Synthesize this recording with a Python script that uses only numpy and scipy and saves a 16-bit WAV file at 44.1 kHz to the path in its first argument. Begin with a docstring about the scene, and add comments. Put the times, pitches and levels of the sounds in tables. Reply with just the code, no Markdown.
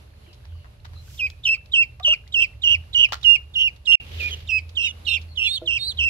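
"""A yard with a big water jar, its rim concrete: a duckling inside peeps about three times a second.
A second one joins in with two-voiced arching whistles; the others dabble, splash and knock close by.
Peeps are sine partials bent by membrane slips; water is noise bursts and ringing air; the jar is a decaying echo.
Far off, an engine hums and machines drone under coloured noise for the air, with two swells of hiss.
In the stereo microphone sound, everything drops out for a moment just before the fourth second."""
import sys
import numpy as np
from scipy import signal
from scipy.fft import rfft, irfft, next_fast_len
from scipy.io import wavfile
from scipy.ndimage import uniform_filter1d, minimum_filter1d, map_coordinates

SR = 44100
rng = np.random.default_rng(int(sys.argv[2]) if len(sys.argv) > 2 else 0)


def persist_wave(psi):
    """Save psi, clipped to +-1, as 16-bit WAV."""
    counts = np.round(np.clip(psi, -1, 1) * 32767).astype(np.int16)
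    wavfile.write(sys.argv[1], SR, np.atleast_2d(counts).T)


N = 268569  # length in samples


def amp(db):
    """Decibels to gain."""
    return 10 ** (np.asarray(db) / 20)


def unit(x):
    """Scale to rms 1."""
    return x / np.sqrt(np.mean(x ** 2) + 1e-20)


def along(points, hz):
    """Read (f/Hz, value) points on a log frequency axis."""
    f, v = np.transpose(points)
    return np.interp(np.log(hz + 1), np.log(f + 1), v)


def curves(rows, t):
    """Each column after the time, read at the times t."""
    s, *cols = np.transpose(rows)
    return [np.interp(t, s, c) for c in cols]


def clock(seconds):
    """Sample times from zero."""
    return np.arange(int(seconds * SR)) / SR


def ramp(t, start, length):
    """Rise from 0 to 1 over length seconds from start."""
    return np.clip((t - start) / length, 0, 1)


def wobble(t, rate):
    """A smooth random curve, rate knots a second."""
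    u = (t - t[0]) * rate
    return map_coordinates(rng.standard_normal(int(u[-1]) + 4), [u])


def filtered(x, response):
    """Apply a gain that depends on frequency."""
    n = x.shape[-1]
    m = next_fast_len(n + 8192)
    return irfft(rfft(x, m) * response(np.fft.rfftfreq(m, 1 / SR)), m)[..., :n]


def cycle(hz):
    """Running phase of a pitch curve, in radians."""
    return 2 * np.pi * np.cumsum(hz) / SR


def sides(pan_db):
    """Left and right gains of equal total power, pan_db apart."""
    return unit(amp([[pan_db / 2], [-pan_db / 2]]))


def add(out, s, x):
    """Mix x into out from time s."""
    i = max(round(s * SR), 0)
    out[:, i:i + x.shape[-1]] += x[..., :N - i]


# Likeness of the left and right microphones: f/Hz, correlation from -1 to 1
STEREO_LIKENESS = [(60, 0.98), (180, 0.94), (550, -0.17), (1650, -0.26), (4970, -0.012), (15000, -0.16)]


def noise(spectrum, size):
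    """Coloured stereo noise of rms 1; mid and side shares set how alike the two channels are."""
    def colour(hz):
        turn = np.arccos(np.clip(along(STEREO_LIKENESS, hz), -1, 1)) / 2
        return amp(along(spectrum, hz)) * np.array([np.cos(turn), np.sin(turn)])

    mid, side = filtered(rng.standard_normal((2, size)), colour)
    return unit(np.array([mid + side, mid - side]))


# Faint drone of distant machinery: f/Hz, level/dB
MACHINE_TONES = [(335, -82.5), (405, -75.5), (498, -79.5), (592, -72), (856, -86)]


def drone():
    """Thin machine tones from far away, unsteady in pitch and level."""
    t = np.arange(N) / SR
    out = 0
    for hz, db in MACHINE_TONES:
        tone = np.sin(cycle(hz + 14 * wobble(t, 67)))
        out = out + amp(db + 1.3 * wobble(t, 2.7)) * tone
    return out


SWELL_SHAPE = 1.2  # 1 is a pointed swell, 2 a round one


def swell(t, peak, width):
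    """A gain that rises to 1 at peak and falls again."""
    return np.exp(-np.abs((t - peak) / width) ** SWELL_SHAPE)


# The far engine's firing rate: t/s, f/Hz
ENGINE_FIRING = [(0, 85), (.5, 82), (2.8, 81.8), (4.15, 80.5), (4.5, 82.6), (5.6, 81.8), (6, 78.5)]
# Swells of its hum, before a common trim: peak t/s, half width t/s, level/dB
ENGINE_SWELLS = [(.53, 0.057, -32), (.97, 0.062, -33), (2.79, 0.05, -29.5), (4.18, 0.045, -28),
                 (4.32, 0.16, -32), (4.662, 0.14, -35), (5.21, 0.21, -33), (6.01, .045, -28)]
IDLE_DB = -57  # the hum between swells, before the same trim
# Bed of the yard, before trims: t/s, rumble level/dB, air level/dB
YARD_LEVELS = [(0.0, -49, -64.5), (0.2, -52.5, -66.5), (1.0, -44, -66.5), (1.63, -47.5, -68),
               (2.61, -48.5, -66.5), (2.95, -44.5, -64), (3.88, -49, -68), (4.04, -43.5, -58.5),
               (4.22, -44.5, -57.5), (4.49, -45.5, -65), (4.94, -52, -60.5), (5.17, -45.5, -60.5),
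               (5.6, -48.5, -64.5), (6.09, -40.5, -61)]
RUMBLE_DB, AIR_DB = 0, 6.5  # trims on those two levels
# Colour of the low rumble: f/Hz, relative level/dB per Hz
RUMBLE_COLOUR = [(13, -55), (22, -24.5), (41, -3), (75, 5), (92, -5.5), (108, 0), (140, -8), (172, -26.5),
                 (260, -34.5), (340, -58.5), (570, -120)]
# Colour of the open air: f/Hz, relative level/dB per Hz
AIR_COLOUR = [(110, -27.5), (180, 0), (247, -6.5), (379, -9), (440, -6), (878, -10.5), (1750, -16.5),
              (2450, -14.5), (2790, -13), (3180, -16.5), (4200, -16.5), (5260, -23), (9370, -31.5),
              (11100, -20.5), (15500, -48.5)]
# Swells of hiss: peak t/s, half width t/s, body level/dB, fizz level/dB
HISS_SWELLS = [(1.15, .1, -56.5, -53), (4.238, 0.11, -36.5, -58)]
# Colour of the hiss body: f/Hz, relative level/dB per Hz
HISS_BODY_COLOUR = [(150, -24.5), (400, 11), (1000, -9), (3000, 13), (5000, 0.5), (7500, -12.5),
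                    (9500, -25.5), (12000, -7.5), (15500, -21.5)]
# Colour of the high, thin part of the hiss: f/Hz, relative level/dB per Hz
FIZZ_COLOUR = [(2000, -11), (5500, 3.5), (8000, -1), (9700, -9.5), (12000, 0), (15500, -10.5)]
HISS_GRAIN_DB = 2.5  # graininess of the hiss body


def yard():
    """A far engine's hum as a wavering sine at its firing rate; rumble, air and hiss as coloured noise."""
    t = np.arange(N) / SR
    hum_hz, = curves(ENGINE_FIRING, t)
    load = amp(IDLE_DB) + sum(amp(db) * swell(t, s, width) for s, width, db in ENGINE_SWELLS)
    hum = load * amp(-2.0 + wobble(t, 23)) * np.sin(cycle(hum_hz + 1.5 * wobble(t, 22)))
    rumble_db, air_db = curves(YARD_LEVELS, t)
    rumble = amp(rumble_db + RUMBLE_DB + wobble(t, 6.2)) * noise(RUMBLE_COLOUR, N)
    air = amp(air_db + AIR_DB + 1.2 * wobble(t, 15)) * noise(AIR_COLOUR, N)
    body = amp(HISS_GRAIN_DB * wobble(t, 180)) * noise(HISS_BODY_COLOUR, N)
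    fizz = noise(FIZZ_COLOUR, N)
    hiss = 0
    for s, width, body_db, fizz_db in HISS_SWELLS:
        hiss = hiss + swell(t, s, width) * (amp(body_db) * body + amp(fizz_db) * fizz)
    return (hum + rumble + air + hiss) * sides(-1.8)


# Faint chirps from farther off: start t/s, length t/s, from f/Hz, to f/Hz, level/dB
FAR_CHIRPS = [(0.016, 0.57, 4630, 3460, -69), (0.222, 0.11, 3160, 2610, -59.5),
              (.45, 0.25, 3170, 2730, -62), (0.502, 0.16, 4680, 4200, -69), (0.939, .08, 3960, 4180, -53.5),
              (5.27, 0.074, 4620, 4030, -53.5)]


def chirps():
    """Thin distant glides: single sines, shaky in pitch, fading in and out."""
    out = np.zeros((2, N))
    for s, length, from_hz, to_hz, db in FAR_CHIRPS:
        t = clock(length)
        hz = np.linspace(from_hz, to_hz, len(t)) + 130 * wobble(t, 400)
        level = amp(db + 1.4 * wobble(t, 58)) * signal.windows.tukey(len(t), .5)
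        add(out, s, level * np.sin(cycle(hz)))
    return out


def dabbling(count):
    """Paddling feet and bills scatter tiny bubbles, each a short sine rising in pitch."""
    out, t = np.zeros((2, N)), clock(0.036)
    for when, pitch, size, side in rng.random((count, 4)):
        hz = 1100 * 4.5 ** pitch
        level = amp(-59.0 + 9.5 * size ** 3) * np.exp(-t * hz / 6)  # higher bubbles die sooner
        bubble = level * np.sin(cycle(hz * (1 + 5 * t)))
        add(out, when * N / SR, bubble * sides(8 * side - 5))
    return out


KNOCK_S = 5.617
# Modes of a hollow knock: f/Hz, relative level/dB, t60/s
KNOCK_MODES = [(342, 2, 0.26), (497, 4, 0.14), (637, 4, 0.15), (684, -15, 0.26), (1400, -13, 0.049)]


def knock():
    """One soft hollow knock: a few modes ring and decay together."""
    out, t = np.zeros((2, N)), clock(.4)
    ring = sum(amp(db - 60 * t / t60) * np.sin(2 * np.pi * hz * t) for hz, db, t60 in KNOCK_MODES)
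    add(out, KNOCK_S, amp(-38.0) * ring * (1 - np.exp(-t / 0.0017)) * sides(-3.0))
    return out


# Bill dabs and splashes, before trims: t/s, level/dB, low slap relative level/dB, t60/s
SPLASH_EVENTS = [(0.3316, -47, -17, 0.088), (0.4518, -50.5, 2, 0.07), (0.6459, -57.5, 14, 0.1),
                 (0.8485, -44.5, 3.5, 0.089), (0.9353, -56, 5, 0.13), (1.3018, -35, -18, 0.038),
                 (1.66, -46.5, -24, 0.037), (1.9989, -47, 8, 0.07), (2.277, -40.5, -21, 0.031),
                 (3.0898, -49.5, 3, 0.092), (3.1236, -23.5, 0.5, 0.11), (3.2118, -45, -13.5, 0.074),
                 (3.2319, -35, -10, 0.096), (3.763, -44.5, -16.5, 0.04), (4.6925, -39, -16, 0.046),
                 (5.216, -39, -44, 0.059)]
# Colour of the spray, also the breath in a peep: f/Hz, relative level/dB per Hz
SPRAY_COLOUR = [(1200, -27), (2500, -1.5), (4400, 0.5), (6500, -10), (9500, -27), (15000, -24.5)]
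# Colour of the low slap: f/Hz, relative level/dB per Hz
SLAP_COLOUR = [(300, -19), (750, 0.5), (1300, 2), (2000, -2), (4000, -33.5)]
# Air pockets in the water: t/s, starting f/Hz, level/dB, t60/s, pitch rise as a share per second
AIR_POCKETS = [(0.276, 336, -50.5, 0.14, 1), (2.002, 700, -35, 0.086, 4), (2.006, 1162, -38, 0.057, 1.5),
               (2.077, 583, -30, 0.12, 3), (2.078, 1110, -31.5, 0.023, 0), (2.129, 1207, -33.5, .045, 16.5),
               (3.131, 1345, -21.5, 0.042, 3.5), (3.125, 757, -34.5, 0.059, 4)]


def water():
    """Splashes are a slap under grainy spray; trapped air rings at a steady or rising pitch."""
    out, t = np.zeros((2, N)), clock(0.19)
    for s, db, slap_db, t60 in SPLASH_EVENTS:
        burst = amp(-4.0) * noise(SPRAY_COLOUR, len(t)) + amp(slap_db - 5) * noise(SLAP_COLOUR, len(t))
        decay = amp(db - 60 * t / t60 + 4.3 * wobble(t, 600))
        add(out, s - .002, burst * decay * (1 - np.exp(-t / 0.00077)))
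    for s, hz, db, t60, rise in AIR_POCKETS:
        level = amp(db - 60 * t / t60) * (1 - np.exp(-t / 0.0018))
        add(out, s, level * np.sin(cycle(hz * (1 + rise * t))) * sides(-6))
    return out


# The second duckling, before trims: start t/s, length t/s,
# lower voice from f/Hz, to f/Hz, upper voice from f/Hz, to f/Hz, level/dB
WHISTLE_NOTES = [(4.296, .055, 2870, 3105, 2976, 3130, -31), (4.821, 0.097, 3100, 2920, 3770, 3720, -33.5),
                 (5.067, 0.098, 3750, 3610, 4210, 4060, -29), (5.438, 0.15, 3195, 3786, 3830, 4430, -28.5),
                 (5.784, 0.146, 3390, 4170, 4135, 4550, -30)]
WHISTLE_ENTRY_HZ, WHISTLE_SETTLE_S = 544, 0.0117  # a whistle dips onto its glide from above
WHISTLE_ATTACK_S, WHISTLE_ONSET_DB, WHISTLE_FADE_DB = 0.034, -13, -5.5
# every whistle plunges towards the same two pitches
WHISTLE_DROP_S, WHISTLE_END_HZ, WHISTLE_END_GAP_HZ = .045, 2800, 438


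def whistles():
    """The two sides of a syrinx glide separately and plunge together, with weak sum and difference tones."""
    out = np.zeros((2, N))
    for s, length, low_from_hz, low_to_hz, high_from_hz, high_to_hz, level_db in WHISTLE_NOTES:
        t, crest = clock(length), max(length - WHISTLE_DROP_S, length / 10)
        glide, drop = ramp(t, 0, crest), ramp(t, crest, WHISTLE_DROP_S) ** 2
        high_end_hz = WHISTLE_END_HZ + WHISTLE_END_GAP_HZ
        low_hz = low_from_hz + (low_to_hz - low_from_hz) * glide + (WHISTLE_END_HZ - low_to_hz) * drop
        high_hz = high_from_hz + (high_to_hz - high_from_hz) * glide + (high_end_hz - high_to_hz) * drop
        onset_db = WHISTLE_ONSET_DB * (1 - ramp(t, 0, WHISTLE_ATTACK_S))
        db = level_db + onset_db + WHISTLE_FADE_DB * drop
        lead = np.array([[-.9], [.9]])  # radians: the right microphone hears this bird a little sooner
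        entry_hz = WHISTLE_ENTRY_HZ * np.exp(-t / WHISTLE_SETTLE_S)
        low, high = [cycle(uniform_filter1d(hz + entry_hz, size=500) + 24 * wobble(t, 1000)) + lead
                     for hz in (low_hz, high_hz)]
        low_voice = amp(2.2 * wobble(t, 85.0)) * np.sin(low)
        high_voice = amp(-5.5 + 2.8 * wobble(t, 44.7)) * np.sin(high)
        voice = low_voice + high_voice + amp(-24) * np.sin(2 * low - high)
        # powers of the blended voices give the sum tones and harmonics
        blend = np.sin(low) + np.sin(high) + 0.063 * wobble(t, 3000)
        overtones = amp(-17.5) * blend ** 2 + amp(-35.5) * blend ** 3
        overtones = filtered(overtones, lambda hz: hz > 5500)
        level = amp(db + 4 + wobble(t, 105)) * signal.windows.tukey(len(t), .12)
        add(out, s, level * (voice * sides(-8.0) + overtones))
    return out


FLICK_S, FLICK_FROM_HZ, FLICK_TOP_HZ, FLICK_DB = .02, 3300, 3846, -14.5  # soft upward flick before a note
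ENTRY_HZ, SETTLE_S = 177, .006  # the note starts this far above its course and settles
SAG_SHARE, SAG_DEPTH, RECOVERY = .42, 2.1, 0.37  # lowest this far in; start and end height, in sags
BREAK_S, BREAK_HZ, BREAK_DB = .028, 2192, -32.5  # how long, how low and how soft a note breaks off
ATTACK_S = .005


def peep_pitch(t, length, pitch_hz, sag_hz):
    """Flick up, sag onto the note, recover a little, then drop; t runs from the note's start."""
    u = ramp(t, 0, length)
    sag = SAG_DEPTH * (1 - ramp(u, 0, SAG_SHARE)) ** 2 + RECOVERY * ramp(u, SAG_SHARE, 1 - SAG_SHARE)
    note = pitch_hz + sag_hz * sag + ENTRY_HZ * np.exp(-np.abs(t) / SETTLE_S)
    start_hz = pitch_hz + SAG_DEPTH * sag_hz + ENTRY_HZ
    flick = np.interp(t, [-FLICK_S, -FLICK_S / 2, 0], [FLICK_FROM_HZ, FLICK_TOP_HZ, start_hz])
    held = (1 - ramp(t, length - .003, BREAK_S)) ** 2
    return np.where(t < 0, flick, BREAK_HZ + (note - BREAK_HZ) * held)


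def peep_gate(t, length):
    """Soft flick, quick attack, hold and release, in dB."""
    opening_db = -22 * (1 - ramp(t, -FLICK_S, .006))
    attack_db = FLICK_DB * (1 - ramp(t, -ATTACK_S / 2, 1.44 * ATTACK_S))
    return opening_db + attack_db + BREAK_DB * ramp(t, length + 0.0043, BREAK_S)


def slips(t, start, stop, rate, width):
    """Brief, nearly regular breaks of the syrinx vibration, as bumps of height about 1."""
    steps = np.cumsum(np.r_[0, rng.uniform(.86, 1.14, 24)])
    times = start + steps / (rate * rng.uniform(.9, 1.1))
    heights = rng.uniform(.85, 1.1, times.shape) * (times < stop)
    return heights @ np.exp(-((t - times[:, None]) / width) ** 2)


# The main duckling, before trims: start t/s, length t/s, pitch f/Hz, sag onto that pitch f/Hz, level/dB,
# growth over the note/dB, rasp from and to as shares of the length (no rasp if to comes before from),
# overtone level/dB, left minus right level/dB, lead of the left microphone/ms
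PEEP_NOTES = [(1.193, 0.071, 2475, 192, -24.5, 5, 0.17, .3, -43.5, -4, 0.071),
              (1.453, 0.089, 2615, 220, -19, 0, 0.1, .46, -36, -4, 0.081),
              (1.736, 0.092, 2657, 214, -16, 2, 0.15, .47, -40.5, -4.5, 0.13),
              (2.047, 0.087, 2820, 60, -17, 1.5, 0.16, .95, -39, -1.5, 0.11),
              (2.34, 0.1, 2663, 220, -18.5, 5.5, 0.62, 0.98, -38, -7, .13),
              (2.636, 0.11, 2803, 79.5, -17.5, 5, 0.34, 0.94, -40, -7, .13),
              (2.948, 0.1, 2870, 10, -15.5, 5.5, .3, 1, -38, -7.5, 0.13),
              (3.245, 0.11, 2817, 20.5, -12.5, 2, 0.26, 0.015, -39.5, -13.5, -0.12),
              (3.556, 0.12, 2843, -41, -19, 3, .26, 0.65, -43, -6.5, -.14),
              (3.872, 0.099, 2797, -29.5, -14, 8, .43, .67, -34.5, -10.5, -.11),
              (4.195, 0.087, 2410, 151.5, -26.5, 7, 0.037, 0.23, -50, -8, -.09),
              (4.49, .093, 2565, 59, -20.5, 4, .17, .33, -38.5, -12, -0.03),
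              (4.77, 0.1, 2690, 155, -21.5, 1.5, 0.27, 1, -39.5, -8, .14),
              (5.068, 0.1, 2690, 93, -22.5, 1, 0.11, 1, -40, -11, 0.042),
              (5.373, 0.1, 2698, 160, -21.5, 6.5, 0.19, 0.92, -41.5, -10, -.12),
              (5.674, 0.1, 2690, 161.5, -21, -1, .34, 1, -40.5, -8, .13),
              (5.988, 0.096, 2640, 170, -20, 1.5, 0.11, 0.65, -40.5, -6, .13)]
# Upper partials against the second: multiple of the pitch, relative level/dB
PEEP_OVERTONES = [(2, -4), (3, -17.5), (4, -24.5), (5, -23)]
# Bill and throat pass a band near each partial and ring just above the note: f/Hz, gain/dB
THROAT_GAIN = [(1500, -17.5), (2100, -10), (2500, 0.5), (2850, 0), (3130, 5), (3450, -3.5), (3800, -1.5),
               (4400, 4), (5200, 3), (6200, -1.5), (7200, 2), (8100, 2.5), (8700, -5), (9700, -14),
               (10800, -6), (15000, -10)]
FLUTTER_DB, RASP_FLUTTER_DB = 0.25, 1.73  # unsteady level, more so in the rasp
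SLIP_RATE, SLIP_CYCLES, SLIP_SHRINK = 110, 0.634, .15  # slips/s; cycles gained in each, less in a long rasp
BLOOM_DB = 5.5  # the clearer a note, the more it blooms in the middle


def peeps():
    """Each peep flicks up, settles on a held note, may rasp, and drops in pitch as it breaks off."""
    out = np.zeros((2, N))
    slip_s = .00095
    t = clock(.18) - .025  # zero is the note's start, after the flick
    for (s, length, pitch_hz, sag_hz, db, growth_db, rasp_from, rasp_to,
         over_db, pan_db, lead_ms) in PEEP_NOTES:
        rasp0, rasp1, rasp_share = rasp_from * length, rasp_to * length, rasp_to - rasp_from
        gate_db, u = peep_gate(t, length), ramp(t, 0, length)
        bloom_db = BLOOM_DB * (1 - rasp_share) ** 2 * (np.sin(np.pi * u) - 2 / np.pi)
        level_db = db + growth_db * (u - .5) + bloom_db
        # the membranes slip through the rasp, and again as the note breaks off
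        slip = slips(t, rasp0, rasp1, SLIP_RATE, slip_s)
        slip = slip + slips(t, length + .003, length + BREAK_S, 170, slip_s)
        loose = 1 - amp(gate_db)
        rasp = uniform_filter1d(1. * (t > rasp0) * (t < rasp1), size=200)
        # pitch wavers slowly, and faster where the note is loose or raspy
        hz = uniform_filter1d(peep_pitch(t, length, pitch_hz, sag_hz), size=130)
        hz = hz + 10 * wobble(t, 90) + (7 + 130 * loose + 30 * rasp) * wobble(t, 600)
        phase = cycle(hz) + np.pi * pitch_hz * lead_ms / 1000 * np.array([[1], [-1]])
        # a slip nearly stops the note and restarts it out of step
        jolt = cycle((SLIP_CYCLES - SLIP_SHRINK * rasp_share) * slip / (slip_s * np.sqrt(np.pi)))
        flutter_db = (FLUTTER_DB + RASP_FLUTTER_DB * rasp) * wobble(t, 108.4)
        # each restart in the rasp pings the throat a little above the note
        ping_level = .55 * np.roll(uniform_filter1d(slip, size=90), 70) * rasp
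        ping = ping_level * np.sin(phase + 2 * np.pi * 300 * t)
        voice = (1 - .9 * slip) * np.sin(phase + jolt) + ping
        note = amp(level_db + flutter_db) * sides(pan_db) * voice
        # the rasp also sharpens the waveform; the highest partials are the most ragged
        edge = 0
        for k, partial_db in PEEP_OVERTONES:
            ragged = k * (.11 + .16 * rasp) * wobble(t, 700)
            partial = np.sin(round(k) * phase + jolt + ragged)
            edge = edge + amp(partial_db + 2 * wobble(t, 60)) * partial
        edge = edge * amp(over_db - 3.5 + 6.5 * slip + rasp * (0.8 + 3.7 * wobble(t, 680)))
        turbulence = amp(over_db - 23.5 + 3 * slip + 18 * loose) * noise(SPRAY_COLOUR, len(t))
        sounding = (t > -FLICK_S) * (t < length + BREAK_S)
        add(out, s + t[0], np.sqrt(2) * amp(gate_db) * sounding * (note + edge + turbulence))
    return filtered(out, lambda hz: amp(along(THROAT_GAIN, hz)))


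def echo(x, t60, delay):
    """A diffuse decaying answer of random reflections, different at each microphone."""
    t = clock(.7)
    tail = rng.standard_normal((2, len(t))) * amp(-60 * t / t60) * (t > delay)
    return signal.fftconvolve(x, tail / np.linalg.norm(tail[0]), axes=1)[:, :N]


def scene():
    """The rim answers the near sounds at once, the hollow of the jar lingers; far chirps arrive as echo only."""
    near = peeps() + whistles() + water() + knock()
    centre = np.array([near[0] + near[1]] * 2) / 2
    rim = amp(-19) * echo(near, t60=.05, delay=.002)
    hollow = amp(-19) * echo(centre, t60=0.28, delay=0.0084)
    far = echo(chirps(), t60=0.1, delay=0)
    return near + rim + hollow + far + dabbling(count=150) + drone() + yard()


# The brief dropout; the end values hold before and after: t/s, gain/dB
DROPOUT_GAIN = [(3.954, 2), (3.957, -45), (3.998, -42), (4.001, 1)]
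TOP_HZ = 15750  # nothing passes above this


def record(dry):
    """The brief dropout, a limiter on the loudest peaks, then the band limit."""
    gain_db, = curves(DROPOUT_GAIN, np.arange(N) / SR)
    x = dry * amp(gain_db)
    needed = np.minimum(1, .9 / (np.abs(x).max(axis=0) + 1e-9))
    gain = uniform_filter1d(minimum_filter1d(needed, size=600), size=500)
    return filtered(x * gain, lambda hz: hz < TOP_HZ)


dry = scene()
out = record(dry)
persist_wave(out)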